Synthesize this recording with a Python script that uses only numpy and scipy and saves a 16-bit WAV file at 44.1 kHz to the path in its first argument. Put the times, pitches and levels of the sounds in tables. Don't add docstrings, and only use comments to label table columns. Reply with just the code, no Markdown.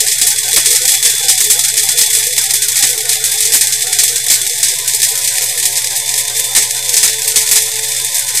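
import sys
import numpy as np
from scipy import signal
from scipy.fft import rfft, irfft
from scipy.io import wavfile
from scipy.ndimage import uniform_filter1d

SR = 44100
rng = np.random.default_rng(int(sys.argv[2]) if len(sys.argv) > 2 else 0)


def boost(x):
    u = np.asarray(x, float) / 20
    return 10 ** u


def to_wav(s):
    ch = np.atleast_2d(s).T
    pcm = np.round(np.clip(ch, -1, 1) * 32767)
    wavfile.write(sys.argv[1], SR, pcm.astype(np.int16))


N = 370440

# [dB, dull knock above the rattle]
BLOWS = [(0.004, 5.5, -5, -17), (0.073, 0, -20.0, -13.0), (0.0827, -11.5, -2, -16),
         (0.1147, -20.0, -4, -19.0), (0.182, -14, -4, -11.0), (0.214, -16, 4.5, -23),
         (0.237, -13, -22, -15.0), (0.2677, -20.0, 4.5, -7), (0.3844, 3, -13, -10.0),
         (0.431, -24, -4, -16.0), (0.4869, -5.5, -18, -21.0), (0.5108, -4, -13.0, -11.0),
         (0.5358, -20.0, -2, -17), (0.561, -20.0, 7.5, 1.5), (0.6577, -16, 4.5, -15),
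         (0.7046, -7, 0, -12.5), (0.713, 0.0, -20.0, -11.0), (0.7273, -22, -6, -16.0),
         (0.749, -18, -5, -14), (0.758, -10.5, -4.5, -10.0), (0.8171, -20.0, -3.5, -18),
         (0.854, 7, -20.5, -13), (0.878, -9.0, 5, -12), (0.89, -20.0, -4, -15), (0.918, 2, -4, -8),
         (0.939, 1, -20.0, -8), (1.0267, -5.0, 0.5, -9), (1.0487, 0.5, -12.5, -15), (1.0544, 10, 2, -13.5),
         (1.097, -18, -1, -4), (1.1504, -5, -13.5, -10.0), (1.1796, 2.5, -20.0, -14),
         (1.2342, -17, -5.5, -24.0), (1.283, -3, 2, -16.5), (1.291, -20.0, 3.5, -12), (1.3768, -8, -1, -17),
         (1.404, 7, 2, -7), (1.4407, -16, -1.5, -16), (1.5, -22, 11, -25), (1.5915, -1.0, 0.5, -16),
         (1.6362, -14, -7, -14.0), (1.6476, 2, -16, -16), (1.6824, -8, -3.5, -9), (1.7679, -10, -3.5, -19),
         (1.776, 7, -16, -24), (1.7856, -10.5, -5, -18), (1.7959, -9.5, -28, -14.0),
         (1.832, -7.5, -4, -25.5), (1.888, -4, 0, -2.5), (1.9156, -4, -18, -15.0),
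         (1.9727, -20.0, -2, -15.5), (1.984, -9.5, 3.5, -23.5), (2.0124, -23, 1.5, -25),
         (2.062, -5, -20.0, -13), (2.1012, -22, -1, -18), (2.1301, -20.0, 0.5, -13.0),
         (2.1501, 4, -11, -14.0), (2.168, -11, -6.5, -14), (2.186, -1, -17, -14.0),
         (2.2379, -5.5, -13, -10), (2.2668, -6, -3.5, -10), (2.3336, -0.5, -19, -17.5),
         (2.3791, 8, -2.5, -5.5), (2.413, -20.0, -5, -4), (2.4383, 2.5, -25, -13.0), (2.5065, 2.5, -8, -19),
         (2.5362, -17, 2.5, -5), (2.62, -16.5, 1.5, -14.5), (2.6833, 2, -3, -16.5), (2.719, -2, -23, -14),
         (2.7556, -17, -2.5, -4.5), (2.7666, -2.5, -13, -10.0), (2.7896, -13.5, -4, -15),
         (2.8247, -10, 3.5, -0.5), (2.869, 1, -13.0, -14), (2.897, -21.5, -3, -8.0),
         (2.977, -1, -10.5, -18.0), (3.0915, 0, 1.0, -20), (3.122, -0.5, -22, -8.5),
         (3.1294, -1.5, -10, -17), (3.2395, 6, -17, -16), (3.2475, -20.0, -4.5, -15.5),
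         (3.2557, -20.0, -5, -16.5), (3.316, -11.5, -1.5, -9.5), (3.378, -21.5, -5, -16),
         (3.405, -1, -4, -17.5), (3.4231, -20.5, -5, -19), (3.4521, -20.0, -2.5, -15.0),
         (3.5205, -21.5, 2.5, -10), (3.5365, -21, 8, -3), (3.61, -5.0, 3.5, -10), (3.67, -6, -3.5, -17.5),
         (3.7234, -23, 0, -25.5), (3.822, -20.0, -3, -16), (3.928, 0, -2.5, -3), (3.9866, -9, 7, -11),
         (4.0344, 5, 0.5, -18), (4.0776, -22.5, -1.5, -18), (4.1575, -22, -3.5, -9.5),
         (4.2642, 0.5, -12.5, -7.5), (4.2832, -0.5, -13, -3), (4.3005, -1.0, 2.5, -6),
         (4.3135, 0, 1.5, -10), (4.338, 0, -8.5, -17), (4.4142, 2, -21, -11.0), (4.4734, -1, -15.5, -14.5),
         (4.4957, -20.0, -5, -19.5), (4.6294, -11, 5, -17), (4.683, -6, -3.5, -11.5),
         (4.8767, -3, 0.5, -18), (4.9347, -0.5, -15, -15.0), (4.9462, 2, -10, -15.5),
         (4.9576, -3.0, -19, -17.0), (5.0172, 0.5, -4, -3), (5.0286, -22.5, 4.5, -13.0),
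         (5.086, -24, -3.5, -12), (5.153, -2, -10.5, -5), (5.1751, -2, -9, -16.5), (5.213, -22.5, -7, 1),
         (5.2459, -10.5, -5, -13.0), (5.275, 0, -9.5, -11.5), (5.3367, -2.0, -32, -13.0),
         (5.3816, -9.5, -13, -18.5), (5.4195, -3, -5.5, -2.5), (5.4385, -3, -9, -14),
         (5.487, -26, -5.5, -5), (5.5755, -16.5, -2.5, -0.5), (5.627, -28, -3, -13.5),
         (5.654, 0, 0.5, -18.5), (5.755, -20.0, -4, -15.5), (5.768, -24, -5, -13),
         (5.9613, -27, -0.5, -17.5), (6.09, -6.0, -9, -7.5), (6.139, 1.5, -15.0, -8.5),
         (6.1608, -15.0, -8, -6), (6.1788, -20.0, -2, -12), (6.3733, -24, -3, -8.0),
         (6.3943, 4, -24.5, -15), (6.441, -21.5, -6, -23.5), (6.5499, -3, 1, -0.5), (6.5616, -17.5, 5, -2),
         (6.6233, -19, -4, -3), (6.707, 1.5, -21, -9), (6.7654, -14.0, -13, -13.5),
         (6.8463, -20.5, -10, -7.5), (6.8916, 3, -6.5, -16), (6.9301, -18, -5.5, -14),
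         (6.94, 4.5, -9.5, -15), (6.966, 2, 5, -13.0), (7.029, -14.5, 6.5, -3.5), (7.0528, 2, -19, -6),
         (7.0763, -19.5, -5, 1.5), (7.229, -16.5, -6, -13.0), (7.277, -20.0, 1.5, -10.5),
         (7.3581, -19.5, 9, -7), (7.414, -17, -4.5, -12.5), (7.4918, -12.5, -7, -10.5),
         (7.5122, -21, 8.5, -6.5), (7.557, -20.0, 6.5, -5.5), (7.6194, -19, -3, -15.5),
         (7.835, -12, -9, -1), (7.8879, -11.5, -8.5, -20), (7.9637, -20.5, -4.5, -7),
         (8.0452, -5.5, -4.5, -10.5), (8.144, -13, -1.0, -5), (8.1812, -4.5, -11.5, -10.5),
         (8.192, -0.5, -26, -12.5), (8.2844, -10.0, -6, -19), (8.3498, -20.5, -2, -18),
         (8.3717, 1, -7, -21)]
# pitch_hz [Hz], side_minus_mid_db [dB]
SIDE_SWAY = [(60, -15.5), (380, -10), (2380, 0), (15000, -14)]
SIDES = np.array([[1], [-1]])


def rms_one(x):
    return x / np.sqrt(np.mean(x ** 2) + 1e-20)


def in_time(rows):
    s, *columns = np.transpose(rows)
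    return [np.interp(np.arange(N) / SR, s, column) for column in columns]


def at_hz(points, hz):
    points_hz, points_db = np.transpose(points)
    return np.interp(np.log(hz), np.log(points_hz), points_db)


def drift(rate):
    sos = signal.butter(4, rate, fs=SR / 40, output="sos")
    slow = signal.sosfilt(sos, rng.standard_normal(N // 40 + 2002))[2000:]
    return np.interp(np.arange(N) / 40, np.arange(len(slow)), rms_one(slow))


def blink(rate, depth_db):
    return boost(-depth_db * np.maximum(drift(rate), 0) ** 2)


def grains(per_s, spread_db):
    sizes = boost(spread_db * np.minimum(rng.exponential(1, N), 5)) * rng.choice([-1, 1], N)
    return rms_one(sizes * (rng.random(N) < per_s / SR))


def settling(at_s):
    return .5 + .5 * np.tanh((np.arange(N) / SR - at_s) / .05)


def braking():
    sag_per_db, from_db, recovery_s = 1.6, 2.5, .05
    s, _, clatter_db, _ = np.transpose(BLOWS)
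    blows = np.zeros(N)
    blows[np.minimum(s * SR, N - 1).astype(int)] = sag_per_db * np.maximum(clatter_db - from_db, 0)
    lost = signal.lfilter([1], [1, -np.exp(-1 / (recovery_s * SR))], blows)
    return uniform_filter1d(lost, size=600, origin=299)


def motor():
    # time_s [s], speed [turns per s]
    shaft_speed = [(0, 427), (.5, 430), (.8, 428.2), (1.35, 435), (2.1, 432.4), (2.6, 434.3), (3.2, 440.2),
                   (3.55, 436.5), (3.8, 438.4), (4.35, 436.6), (4.85, 442.8), (5.2, 440.4), (5.5, 442.5),
                   (6.1, 444.5), (6.6, 444.5), (6.9, 441.4), (7.6, 441.5), (8.05, 444.3), (8.4, 443.2)]
    # time_s [s], level_db [dB]
    whine_curve = [(0, -36), (.3, -26.5), (1.2, -26), (2.2, -27), (2.9, -29.5), (4.3, -29), (4.8, -32),
                   (5.7, -35), (6.3, -26), (6.7, -29.5), (7.3, -32.5), (8.1, -29), (8.4, -32)]
    # time_s [s], level_db [dB]
    shaft_curve = [(0, -38), (.8, -47), (1.7, -37.5), (2.5, -41), (3.4, -37.5), (4.6, -46), (5.6, -44),
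                   (6.9, -42.5), (7.1, -35), (7.85, -34), (8.05, -51), (8.4, -49.5)]
    side_orders = [(1, 1), (1, 2), (2, -1), (2, 0), (2, 1)]
    # rough_db [dB], even_db [dB], settles_at_s [s]
    side_levels = [(-53, -43, 4.95), (-50.5, -46, 4.3), (-54.5, -46, 2.9), (-48, -41.5, 5.6),
                   (-73, -41.5, 4.62)]
    throb_hz, throb_db = 119.9, -41.5

    turns, = in_time(shaft_speed)
    whine_db, = in_time(whine_curve)
    shaft_db, = in_time(shaft_curve)
    shaft = 2 * np.pi * np.cumsum((turns - braking()) * (1 + 0.0016 * drift(35.0))) / SR
    throb = 2 * np.pi * throb_hz * np.arange(N) / SR

    whine_level = boost(whine_db + 1.5 * drift(4.0)) * blink(16.0, depth_db=6.5)
    whine = whine_level * np.sin(8 * shaft + .3 * drift(30.0))

    hum_level = boost(throb_db) * blink(19.3, depth_db=7.5)
    tones = [(throb_hz, hum_level, throb + 0.59 * drift(22.6))]

    even = settling(2.9)
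    loose = np.clip((-32 - shaft_db) / 6, .15, 1)
    dip_db = 23.5 - even * (23.5 - 8.0 * loose)
    wander = 2.2 - even * (2.2 - .45 * loose)
    shaft_level = boost(shaft_db) * blink(7.6, depth_db=dip_db)
    tones.append((440, shaft_level, shaft + wander * drift(11.7)))

    for (order, throbs), (rough_db, even_db, settles_at_s) in zip(side_orders, side_levels):
        even = settling(settles_at_s)
        level = boost(rough_db + even * (even_db - rough_db)) * blink(10.9, depth_db=81.0 - 51.0 * even)
        phase = order * shaft + throbs * throb + (1.7 - 1.34 * even) * drift(8.8)
        tones.append((440 * order, level, phase))

    low = np.zeros((2, N))
    for near_hz, level, phase in tones:
        sway = boost(at_hz(SIDE_SWAY, near_hz)) * drift(12.4)
        low += level * (np.sin(phase) + sway * np.sin(phase + np.pi / 4) * SIDES)
    return np.sqrt(2) * whine, np.sqrt(2) * low


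def taps():
    per_s, loudest_db, spread_db, wear_db_per_s = 40, -9.5, 20.5, .5
    gap, size, dull = rng.random((int(per_s * N / SR), 3)).T
    s = (np.arange(len(gap)) + gap) / per_s
    crack_db = loudest_db - wear_db_per_s * s - spread_db * size
    return np.transpose([s, crack_db, crack_db - 14.5, -8 + 10.0 * (dull - .5)])


def strike_force():
    crack_t60_s, clatter_t60_s, hold_s, rise_s = 0.038, 0.22, 0.00083, 0.0004
    out, rows = np.zeros((3, N)), [*BLOWS, *taps()]
    t = np.arange(int(.3 * SR)) / SR
    after = np.maximum(t - hold_s, 0)
    rise = 1 - np.exp(-t / rise_s)
    onset = 1 + .5 * np.exp(-t / 0.0023)
    tilts_db = 3.5 * 2 * (rng.random(len(rows)) - .5)
    for (s, crack_db, clatter_db, knock_db), tilt_db in zip(rows, tilts_db):
        at = int(s * SR)
        crack = boost(crack_db - 60 * after / crack_t60_s)
        clatter = boost(clatter_db - 60 * after / clatter_t60_s) * onset
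        gains = boost(np.array([[knock_db], [-tilt_db], [tilt_db]]))
        out[:, at:at + len(t)] += (gains * rise * (crack + clatter))[:, :N - at]
    return out


def cup_response():
    # pitch_hz [Hz], level_db [dB]
    cup_colour = [(1000, -64), (1400, -45), (1750, -8), (2700, -9), (3400, -9), (4200, -8.5), (5500, -7.5),
                  (7000, -5.5), (8200, -3), (9800, -9), (11500, -10.5), (12800, -17), (14000, -17),
                  (14600, -22.5)]
    cover_pitches = [1850, 3320, 3810, 5080, 6330, 8120, 9350, 10420, 13410]
    # width_hz [Hz], level_db [dB]
    cover_peaks = [(270, -42), (60, -5), (78.6, -8.5), (99, -5), (150, -6.5), (390, -2.5), (395, -5.5),
                   (250, -6.5), (290, -4.5)]
    # pitch_hz [Hz], width_hz [Hz], level_db [dB]
    cancelling_dips = [(2620, 90, -5), (2840, 120, -10), (3170, 110, -8)]
    hz = np.maximum(np.fft.rfftfreq(4096, 1 / SR), 1)
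    power = boost(2 * at_hz(cup_colour, hz))
    for pitch_hz, (width_hz, level_db) in zip(cover_pitches, cover_peaks):
        power += boost(2 * level_db) / (1 + (2 * (hz - pitch_hz) / width_hz) ** 2) ** 2
    for pitch_hz, width_hz, level_db in cancelling_dips:
        power *= boost(2 * level_db / (1 + (2 * (hz - pitch_hz) / width_hz) ** 2))
    cepstrum = irfft(np.log(power) / 2)
    cepstrum[1:2048] *= 2
    cepstrum[2049:] = 0
    return irfft(np.exp(rfft(cepstrum)))[:2048]


def rattle():
    hiss_db = -12.5 - 0.18 * np.arange(N) / SR
    knock, clatter, edge = strike_force()

    chatter = grains(per_s=16000, spread_db=2.0)
    dull = signal.sosfilt(signal.butter(1, 3500, fs=SR, output="sos"), chatter)
    sharp = signal.sosfilt(signal.butter(2, 7500, "high", fs=SR, output="sos"), chatter)
    middle = chatter - dull - sharp
    sticks = knock * dull + clatter * middle + edge * sharp

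    chips = signal.lfilter([1], [1, -np.exp(-1 / (.004 * SR))], np.abs(grains(per_s=70, spread_db=3.0)))
    swirl = boost(hiss_db + 0.89 * drift(21.8)) * (1 + 0.041 * chips)
    crumbs = swirl * grains(per_s=9000, spread_db=1.0)

    push = boost(3.0) * crumbs + boost(-1.5) * sticks
    return signal.fftconvolve(push, cup_response())[:N], uniform_filter1d(knock, size=600, origin=299)


def low_patches():
    # pitch_hz [Hz], level_db [dB]
    patch_colour = [(170, -30), (250, -36), (330, -13), (470, 9), (600, -17.5), (750, 4), (1000, -11),
                    (1180, -12), (1330, -8.5), (1600, 1)]
    out, t = np.zeros((2, N)), np.arange(N) / SR
    groups = [blink(7.6, depth_db=44.0) for _ in range(6)]
    for k, hz in enumerate(np.arange(300, 1650, 47.0)):
        lit = np.clip(drift(9.23) - .5, 0, .6) ** 2 * groups[k // 5]
        level = boost(at_hz(patch_colour, hz) - 25.0 - 0.57 * t)
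        wander = 1.37 * drift(11.9) + 11.56 * drift(1.513)
        patch = level * lit * np.sin(2 * np.pi * hz * t + wander)
        out += patch * (1 + boost(at_hz(SIDE_SWAY, hz)) * drift(6.7) * SIDES)
    return out


def thumps(knocks):
    thump = signal.sosfilt(signal.butter(2, 2700, fs=SR, output="sos"), rng.standard_normal((2, N)))
    thump = thump[0] + boost(-11) * thump[1] * SIDES
    table = signal.sosfilt(signal.butter(6, 100.0, fs=SR, output="sos"), thump)
    return boost(-15.5) * thump * np.maximum(knocks - .45, 0) + boost(-33.0) * table


def room(x):
    t60_s, wall_cut_hz = 0.056, 16000
    out, dull = np.zeros((2, N)), np.exp(-2 * np.pi * wall_cut_hz / SR)
    for k, lag in enumerate((rng.uniform(0.01, 0.044, 12) * SR).astype(int)):
        loop, gain, state = x.copy(), boost(-60 * lag / SR / t60_s), [0.]
        for i in range(lag, N, lag):
            back, state = signal.lfilter([gain * (1 - dull)], [1, -dull], loop[i - lag:i], zi=state)
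            loop[i:i + lag] += back[:N - i]
        out[k % 2] += (loop - x) * (-1) ** (k // 2)
    return out


def limiter(x, ceiling_db, release_db_per_s):
    climb = release_db_per_s * np.arange(N) / SR
    level_db = 20 * np.log10(np.abs(x).max(axis=0) + 1e-6)
    held_db = np.maximum.accumulate(level_db + climb) - climb
    return x * boost(-uniform_filter1d(np.maximum(held_db - ceiling_db, 0), size=40))


def scene():
    clatter, knocks = rattle()
    whine, low_tones = motor()
    bright = clatter + whine
    echo = boost(-19) * np.roll(bright, int(.0007 * SR)) * SIDES
    low = low_tones + low_patches() + thumps(knocks)
    low = low * boost(.5 * SIDES)
    return bright + echo + boost(-2) * room(bright) + low


def low_pass(x):
    return signal.sosfilt(signal.butter(12, 15570, fs=SR, output="sos"), x)


def record(dry):
    held = limiter(dry, ceiling_db=4.5, release_db_per_s=1190)
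    saturated = held / (1 + (held / 1.05) ** 16) ** (1 / 16)
    cut = signal.sosfilt(signal.ellip(10, .5, 48, 14480, fs=SR, output="sos"), saturated)
    mix = np.clip(cut + .0095, -1, 1)
    return low_pass(mix)


dry = scene()
out = record(dry)
to_wav(out)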